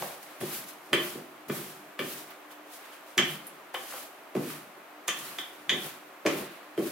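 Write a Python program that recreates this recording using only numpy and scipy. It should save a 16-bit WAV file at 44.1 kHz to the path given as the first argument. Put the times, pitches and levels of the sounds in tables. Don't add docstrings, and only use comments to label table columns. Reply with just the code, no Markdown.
import sys
import numpy as np
from scipy import signal
from scipy.fft import rfft, irfft, next_fast_len
from scipy.io import wavfile
from scipy.ndimage import map_coordinates

SR = 44100
rng = np.random.default_rng(int(sys.argv[2]) if len(sys.argv) > 2 else 0)


def undo_db(level):
    steps = np.asarray(level, float) / 20
    return 10 ** steps


def master(y):
    cut = np.clip(np.atleast_2d(y).T, -1, 1)
    pcm = np.round(cut * 32767)
    wavfile.write(sys.argv[1], SR, pcm.astype(np.int16))


N = 304731
TAIL = int(0.55 * SR)
CONTROL_S = np.arange(0, N, 32) / SR

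# centre_hz, width_hz, level_db
WORKTOP_MODES = [(88, 71, -22), (126.6, 37, -8), (152.2, 7.4, 3), (196.5, 15.5, 1), (253, 18.3, 1.5),
                 (294, 31, -6.5), (348.2, 39.8, 2.5), (391.8, 61.4, -0.5), (487, 25.4, 5), (571.5, 54, 7.5),
                 (614, 110, 3), (750, 104, 2), (1102, 78, -1.5), (1430, 620, -15.5)]


def roller():
    # start_s, main_mode_db, lowest_modes_db, lower_modes_db, upper_mode_db
    clacks = [(0.024, -59, -47, -55, -63), (0.412, -51, -48, -39, -47), (0.9316, -19, -26.5, -16.5, -24.5),
              (0.9371, -40, -29.5, -22, -40), (1.499, -40.5, -34.5, -35, -46),
              (1.9924, -32.5, -34.5, -27.5, -36), (2.507, -53, -62, -54, -58), (2.9278, -49, -63, -63, -66),
              (3.1804, -25, -31, -15, -21), (3.1874, -16, -29.5, -21.5, -37),
              (3.747, -31, -37.5, -32, -37.5), (3.925, -58, -38.5, -48, -60), (3.9461, -54, -44, -50, -60),
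              (4.353, -55, -41.5, -39, -54), (4.503, -48, -41, -46, -56), (5.0819, -36.5, -37, -29.5, -32),
              (5.0886, -27, -32, -24.5, -28.5), (5.3865, -34.5, -40, -32, -29),
              (5.6943, -22.5, -35, -21, -18.5), (5.7009, -33, -37, -23, -42),
              (6.2634, -32, -33.5, -22, -47), (6.7777, -42.5, -46, -42, -54)]
    # centre_hz, width_hz, level_db
    roller_modes = [(1182, 170, -0.5), (1517, 83, -2), (1749, 100, 0), (2038, 84, -4), (2345, 200, -0.5),
                    (2470, 1240, -10), (2708, 33, -4.5), (3010, 100, -4.5), (3108, 71, 2.5),
                    (3390, 62, 7.5), (3664, 120, 1), (4006, 1000, -3), (4900, 150, 7), (5260, 150, -14),
                    (6250, 120, 3), (6840, 190, -9)]
    borders = [1600, 2900, 3250, 4000]
    out = np.zeros((2, N + TAIL))
    for start_s, main_db, lowest_db, lower_db, upper_db in clacks:
        top_db = lower_db - 25.5
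        family_db = [lowest_db, lower_db - 2.5, main_db + 0.1, upper_db - 5.5, top_db]
        ring = blow(roller_modes, borders, family_db, chatter=0.52, chatter_s=0.0075)
        add(out, start_s - 0.0008, undo_db(2.5) * ring, wet_db=-0.5)
    return out[:, :N]


def worktop():
    # start_s, middle_modes_db, deep_modes_db, upper_modes_db, slap_db
    thuds = [(0.0244, -42, -41.5, -31.5, -22.5), (0.411, -39, -46, -49.5, -49),
             (0.423, -32.5, -43, -49, -50), (0.93, -24, -58, -29, -31.5), (0.944, -23.5, -38, -27.5, -36),
             (1.152, -32.5, -39, -44, -48), (1.496, -26, -29, -35.5, -54), (1.991, -42, -37, -34, -43),
             (2.004, -30.5, -43, -48, -46), (3.173, -33, -30, -51, -39), (3.19, -27.5, -29, -34.5, -30),
             (3.744, -44, -62, -39.5, -27), (3.939, -58, -56.5, -43, -32), (4.351, -22.5, -32, -27, -41),
             (4.367, -25.5, -30.5, -48, -32.5), (5.081, -43.5, -60, -41.5, -34),
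             (5.389, -44, -76, -54, -37), (5.72, -32.5, -37, -39, -36), (5.759, -35.5, -48, -59, -48),
             (6.2531, -18.5, -34, -23.5, -29.5), (6.262, -29.5, -30, -31.5, -26.5),
             (6.269, -20, -46, -51, -25), (6.779, -20, -35.5, -31.5, -53), (6.791, -24.5, -32, -34, -41)]
    borders = [270, 450, 700]
    out = np.zeros((2, N + TAIL))
    for start_s, middle_db, deep_db, upper_db, slap_db in thuds:
        family_db = [deep_db, middle_db + 0.1, upper_db - 6, slap_db - 11.5]
        ring = blow(WORKTOP_MODES, borders, family_db, chatter=0.45, chatter_s=0.01)
        add(out, start_s - 0.001, undo_db(9.5) * ring, wet_db=-3.5)
    return out[:, :N]


def rumble():
    # fullest_s, rumble_db, build_up_s, fade_db_per_s
    rolls = [(0.0, -37, .02, 300), (0.42, -42.5, .03, 67), (0.94, -30.5, 0.034, 500), (1.06, -48, 0.21, 78),
             (1.18, -43, .06, 200), (1.5, -36.5, 0.042, 110), (2.002, -40, 0.014, 110),
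             (3.2, -39.5, .04, 150), (3.75, -62.5, 0.043, 25), (4.37, -42, 0.031, 140),
             (5.09, -50, 0.022, 36), (5.75, -39, 0.17, 108), (6.41, -41, 0.16, 300),
             (6.79, -36, 0.039, 184)]
    build_db = 37
    level_db = total(db + peaked(s, build_db / build_s, fade) for s, db, build_s, fade in rolls)
    bumps = undo_db(3 * wobble(30))
    modes = [(hz, width, db - 8 * (hz > 450)) for hz, width, db in WORKTOP_MODES]
    return undo_db(level_db) * bumps * rush(resonances(modes))


def push():
    # frequency_hz, density_db_per_hz
    flour = [(1500, -16.5), (2500, -2.5), (4200, -2), (7500, -3), (10000, -1), (12500, 0), (14500, -3),
             (15800, -3)]
    # frequency_hz, density_db_per_hz
    dull = [(300, -42), (600, -14), (1200, 7), (2500, 4), (4500, -4), (7000, -28)]

    def hiss_colour(hz):
        return undo_db(along(flour, hz))

    def fizz_colour(hz):
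        return hiss_colour(hz) / (1 + (10500 / (hz + 1)) ** 4)

    hiss_db, scrape_db = hand_levels()
    grip = wobble(27)
    hiss = undo_db(hiss_db + 0.15 * grip + 0.95 * wobble(90)) * rush(hiss_colour)
    scrape = undo_db(scrape_db + 0.54 * grip) * rush(lambda hz: undo_db(along(dull, hz)))
    fizz_db = -45.5 + 2.3 * (hiss_db + 41.5)
    fizz = undo_db(fizz_db) * rush(fizz_colour)
    return hiss + fizz + scrape


def hand_levels():
    # start_s, speeding_up_s, coasting_s, flour_hiss_db, scrape_over_hiss_db
    strokes = [(-0.1, 0.12, 0.11, -40, -6), (0.405, 0.14, 0.042, -37.5, -8.5), (0.935, .11, 0.1, -39.5, -5),
               (1.485, 0.08, 0.16, -39.5, -7.5), (1.991, 0.12, 0.097, -40, -8),
               (3.19, .12, 0.036, -42, -1.5), (3.74, 0.23, .06, -41.5, -7.5), (4.35, 0.16, 0.038, -42, -5),
               (5.09, .18, .35, -42.5, -4), (5.73, 0.13, 0.019, -40.5, -5), (6.26, 0.13, 0.013, -41.5, -13),
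               (6.777, 0.097, .2, -41.5, -5.5)]
    # peak_s, hiss_db, scrape_db, fade_db_per_s
    brushes = [(0.23, -47.5, -64, 248), (0.3, -53, -55, 50), (0.69, -42, -55, 234), (0.86, -55, -76, 80),
               (2.31, -56, -49.5, 250), (2.52, -50.5, -53.5, 300), (2.735, -46.5, -62, 116),
               (2.86, -54, -52.5, 60), (2.935, -50.5, -56, 200), (3.09, -52.5, -60, 116),
               (3.48, -57, -58, 65)]
    # peak_s, hiss_db, scrape_db, fade_db_per_s
    puffs = [(0.932, -41, -66, 200), (3.179, -35, -64, 352), (3.745, -52, -40, 350), (5.079, -37, -44, 280),
             (5.386, -45, -60, 200), (5.695, -44.5, -66, 250), (6.26, -45, -37, 53)]
    scrape_grows = 0.88
    hisses, scrapes = [], []
    for start_s, speed_up_s, coast_s, db, over_db in strokes:
        speed_db, dust_db = stroke(start_s, speed_up_s, coast_s)
        hisses += [db + speed_db, db + dust_db]
        scrapes += [db + over_db + scrape_grows * speed_db, db + over_db + dust_db]
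    touches = [(s, db, dull_db, 2.2 * fade, fade) for s, db, dull_db, fade in brushes]
    touches += [(s, db, dull_db, 3000, fade) for s, db, dull_db, fade in puffs]
    for peak_s, db, dull_db, rise, fade in touches:
        shape_db = peaked(peak_s, rise, fade)
        hisses.append(db + shape_db)
        scrapes.append(dull_db + shape_db)
    return total(hisses), total(scrapes)


def stroke(start_s, speed_up_s, coast_s):
    grip_s, start_db = 0.0092, -7.5
    coast_db_per_s, stop_db_per_s = 53, 136
    dust_db, dust_db_per_s = -18.5, 33
    t = CONTROL_S - start_s
    stop_s = speed_up_s + coast_s
    left_db = -coast_db_per_s * coast_s
    times_s = [-2 * grip_s, 0, speed_up_s, stop_s, stop_s + 1]
    speed_db = np.interp(t, times_s, [-60, start_db, 0, left_db, left_db - stop_db_per_s])
    settling_db = np.where(t > 0, dust_db - dust_db_per_s * abs(t - stop_s), -99)
    return speed_db, settling_db


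def snaps():
    # start_s, peak_db, centre_hz, width_as_share_of_centre
    releases = [(0.2294, -32, 13000, 0.35), (0.4105, -27, 10800, 0.35), (0.9316, -17.5, 10100, 0.59),
                (1.4865, -31, 13000, 0.35), (1.9934, -30, 13000, 0.35), (2.305, -33, 14600, 0.35),
                (2.5082, -48, 12400, 0.35), (2.7294, -42, 15000, 0.35), (2.9344, -46, 9390, 0.35),
                (3.178, -10, 6300, 0.27), (3.4695, -21.5, 11080, 0.21), (3.744, -29, 11800, 0.57),
                (5.081, -10, 6460, 0.23), (5.0815, -15, 9400, 0.079), (5.1894, -26, 8950, 0.84),
                (5.385, -29, 6120, 0.55), (5.6948, -15, 6400, 0.19), (6.2637, -15, 5840, 0.46),
                (6.775, -47, 13200, 0.35)]
    out = np.zeros((2, N + TAIL))
    for start_s, db, hz, width in releases:
        tick = blow([(hz, width * hz, 0)], [], [0], chatter=0.7, chatter_s=0.002)
        narrowed = filtered(tick, resonances([(hz, 2 * width * hz, 0)]))
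        add(out, start_s, undo_db(db - 25) * narrowed, wet_db=3.5)
    return out[:, :N]


def kitchen():
    # frequency_hz, density_db_per_hz
    air_colour = [(15, -63), (25, -42), (97, -76), (145, -23), (242, -10.5), (301, -11.5), (344, -10),
                  (659, 0), (911, -3.5), (1130, -2.5), (2350, -9.5), (5000, -22.5), (8360, -25),
                  (12900, -24), (16000, -24)]
    # centre_hz, width_hz, level_db
    hums = [
        (300.6, 5, -61.5),
        (377.4, 29, -63.5),
        (13000, 62, -69.5),
    ]
    out = undo_db(-50 + 0.085 * wobble(2.5)) * rush(lambda hz: undo_db(along(air_colour, hz)))
    for hz, width, db in hums:
        out = out + undo_db(db) * rush(resonances([(hz, width, 0)]))
    return out


def blow(modes, borders, family_db, chatter, chatter_s):
    t = np.arange(SR // 6) / SR
    rattle = rng.standard_normal(len(t)) * np.exp(-t / chatter_s)
    force = chatter * rattle / np.sqrt(chatter_s * SR)
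    force[0] += 1
    struck = [(hz, width, db + family_db[np.searchsorted(borders, hz)]) for hz, width, db in modes]
    body = resonances(struck)

    def bass_cut(hz):
        return (1j * hz / (70 + 1j * hz)) ** 2

    return SR / 600 * filtered(force, lambda hz: body(hz) * bass_cut(hz))


def add(out, start_s, sound, wet_db):
    # frequency_hz, t60_s
    decay = [(80, 0.23), (160, 0.8), (400, 0.46), (800, 0.61), (1500, 0.35), (3200, 0.42), (7000, 0.26),
             (14000, 0.084)]
    hz, t, z = signal.stft(rng.standard_normal((2, TAIL)), SR, nperseg=256)
    fading = z * undo_db(-60 * t / along(decay, hz)[:, None])
    tail = signal.istft(fading, SR, nperseg=256)[1][:, :TAIL]
    first_walls = np.minimum(np.arange(TAIL) / (0.0019 * SR), 1)
    tail = spread(tail * first_walls, np.ones_like)
    tail = undo_db(wet_db) * tail / np.linalg.norm(tail[0])
    tail[[0, 1], [1, 0]] += 1
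    heard = signal.fftconvolve(sound[None], tail, axes=1)[:, :TAIL]
    out[:, round(start_s * SR):][:, :TAIL] += heard


def spread(pair, gain):
    # frequency_hz, left_right_likeness
    alike = [(25, .7), (60, 1), (300, 0.94), (700, 0.67), (1500, 0.41), (3000, 0.24), (6000, 0.038),
             (14000, 0.039)]

    def weights(hz):
        turn = np.arccos(np.clip(along(alike, hz), -1, 1)) / 2
        return gain(hz) * [np.cos(turn), np.sin(turn)]

    mid, side = filtered(pair, weights)
    return np.array([mid + side, mid - side])


def rush(gain):
    return unit(spread(rng.standard_normal((2, N)), gain))


def resonances(modes):
    def response(f):
        out = 0
        for k, (hz, width, db) in enumerate(modes):
            damping = 1j * f * width
            out = out + (-1) ** k * undo_db(db) * damping / (hz * hz - f * f + damping)
        return out
    return response


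def filtered(x, response):
    m = next_fast_len(x.shape[-1] + 8192)
    spectrum = rfft(x, m) * response(np.fft.rfftfreq(m, 1 / SR))
    return irfft(spectrum, m)[..., :x.shape[-1]]


def total(levels_db):
    power = sum(undo_db(db) ** 2 for db in levels_db)
    return np.interp(np.arange(N) / SR, CONTROL_S, 10 * np.log10(power + 1e-12))


def peaked(peak_s, rise, fade):
    t = CONTROL_S - peak_s
    return np.where(t < 0, abs(rise) * t, -abs(fade) * t)


def wobble(rate):
    knots = rng.standard_normal(int(N * rate / SR) + 4)
    return map_coordinates(knots, [np.arange(N) * rate / SR])


def along(points, hz):
    f, v = np.transpose(points)
    return np.interp(np.log(hz + 1), np.log(f + 1), v)


def unit(x):
    return x / np.sqrt(np.mean(x ** 2) + 1e-20)


def scene():
    return roller() + worktop() + rumble() + push() + snaps() + kitchen()


def roll_off(x):
    return signal.sosfilt(signal.butter(12, 15920, fs=SR, output="sos"), x)


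def record(dry):
    heard = filtered(dry, lambda hz: hz < 15900)
    return roll_off(heard)


dry = scene()
out = record(dry)
master(out)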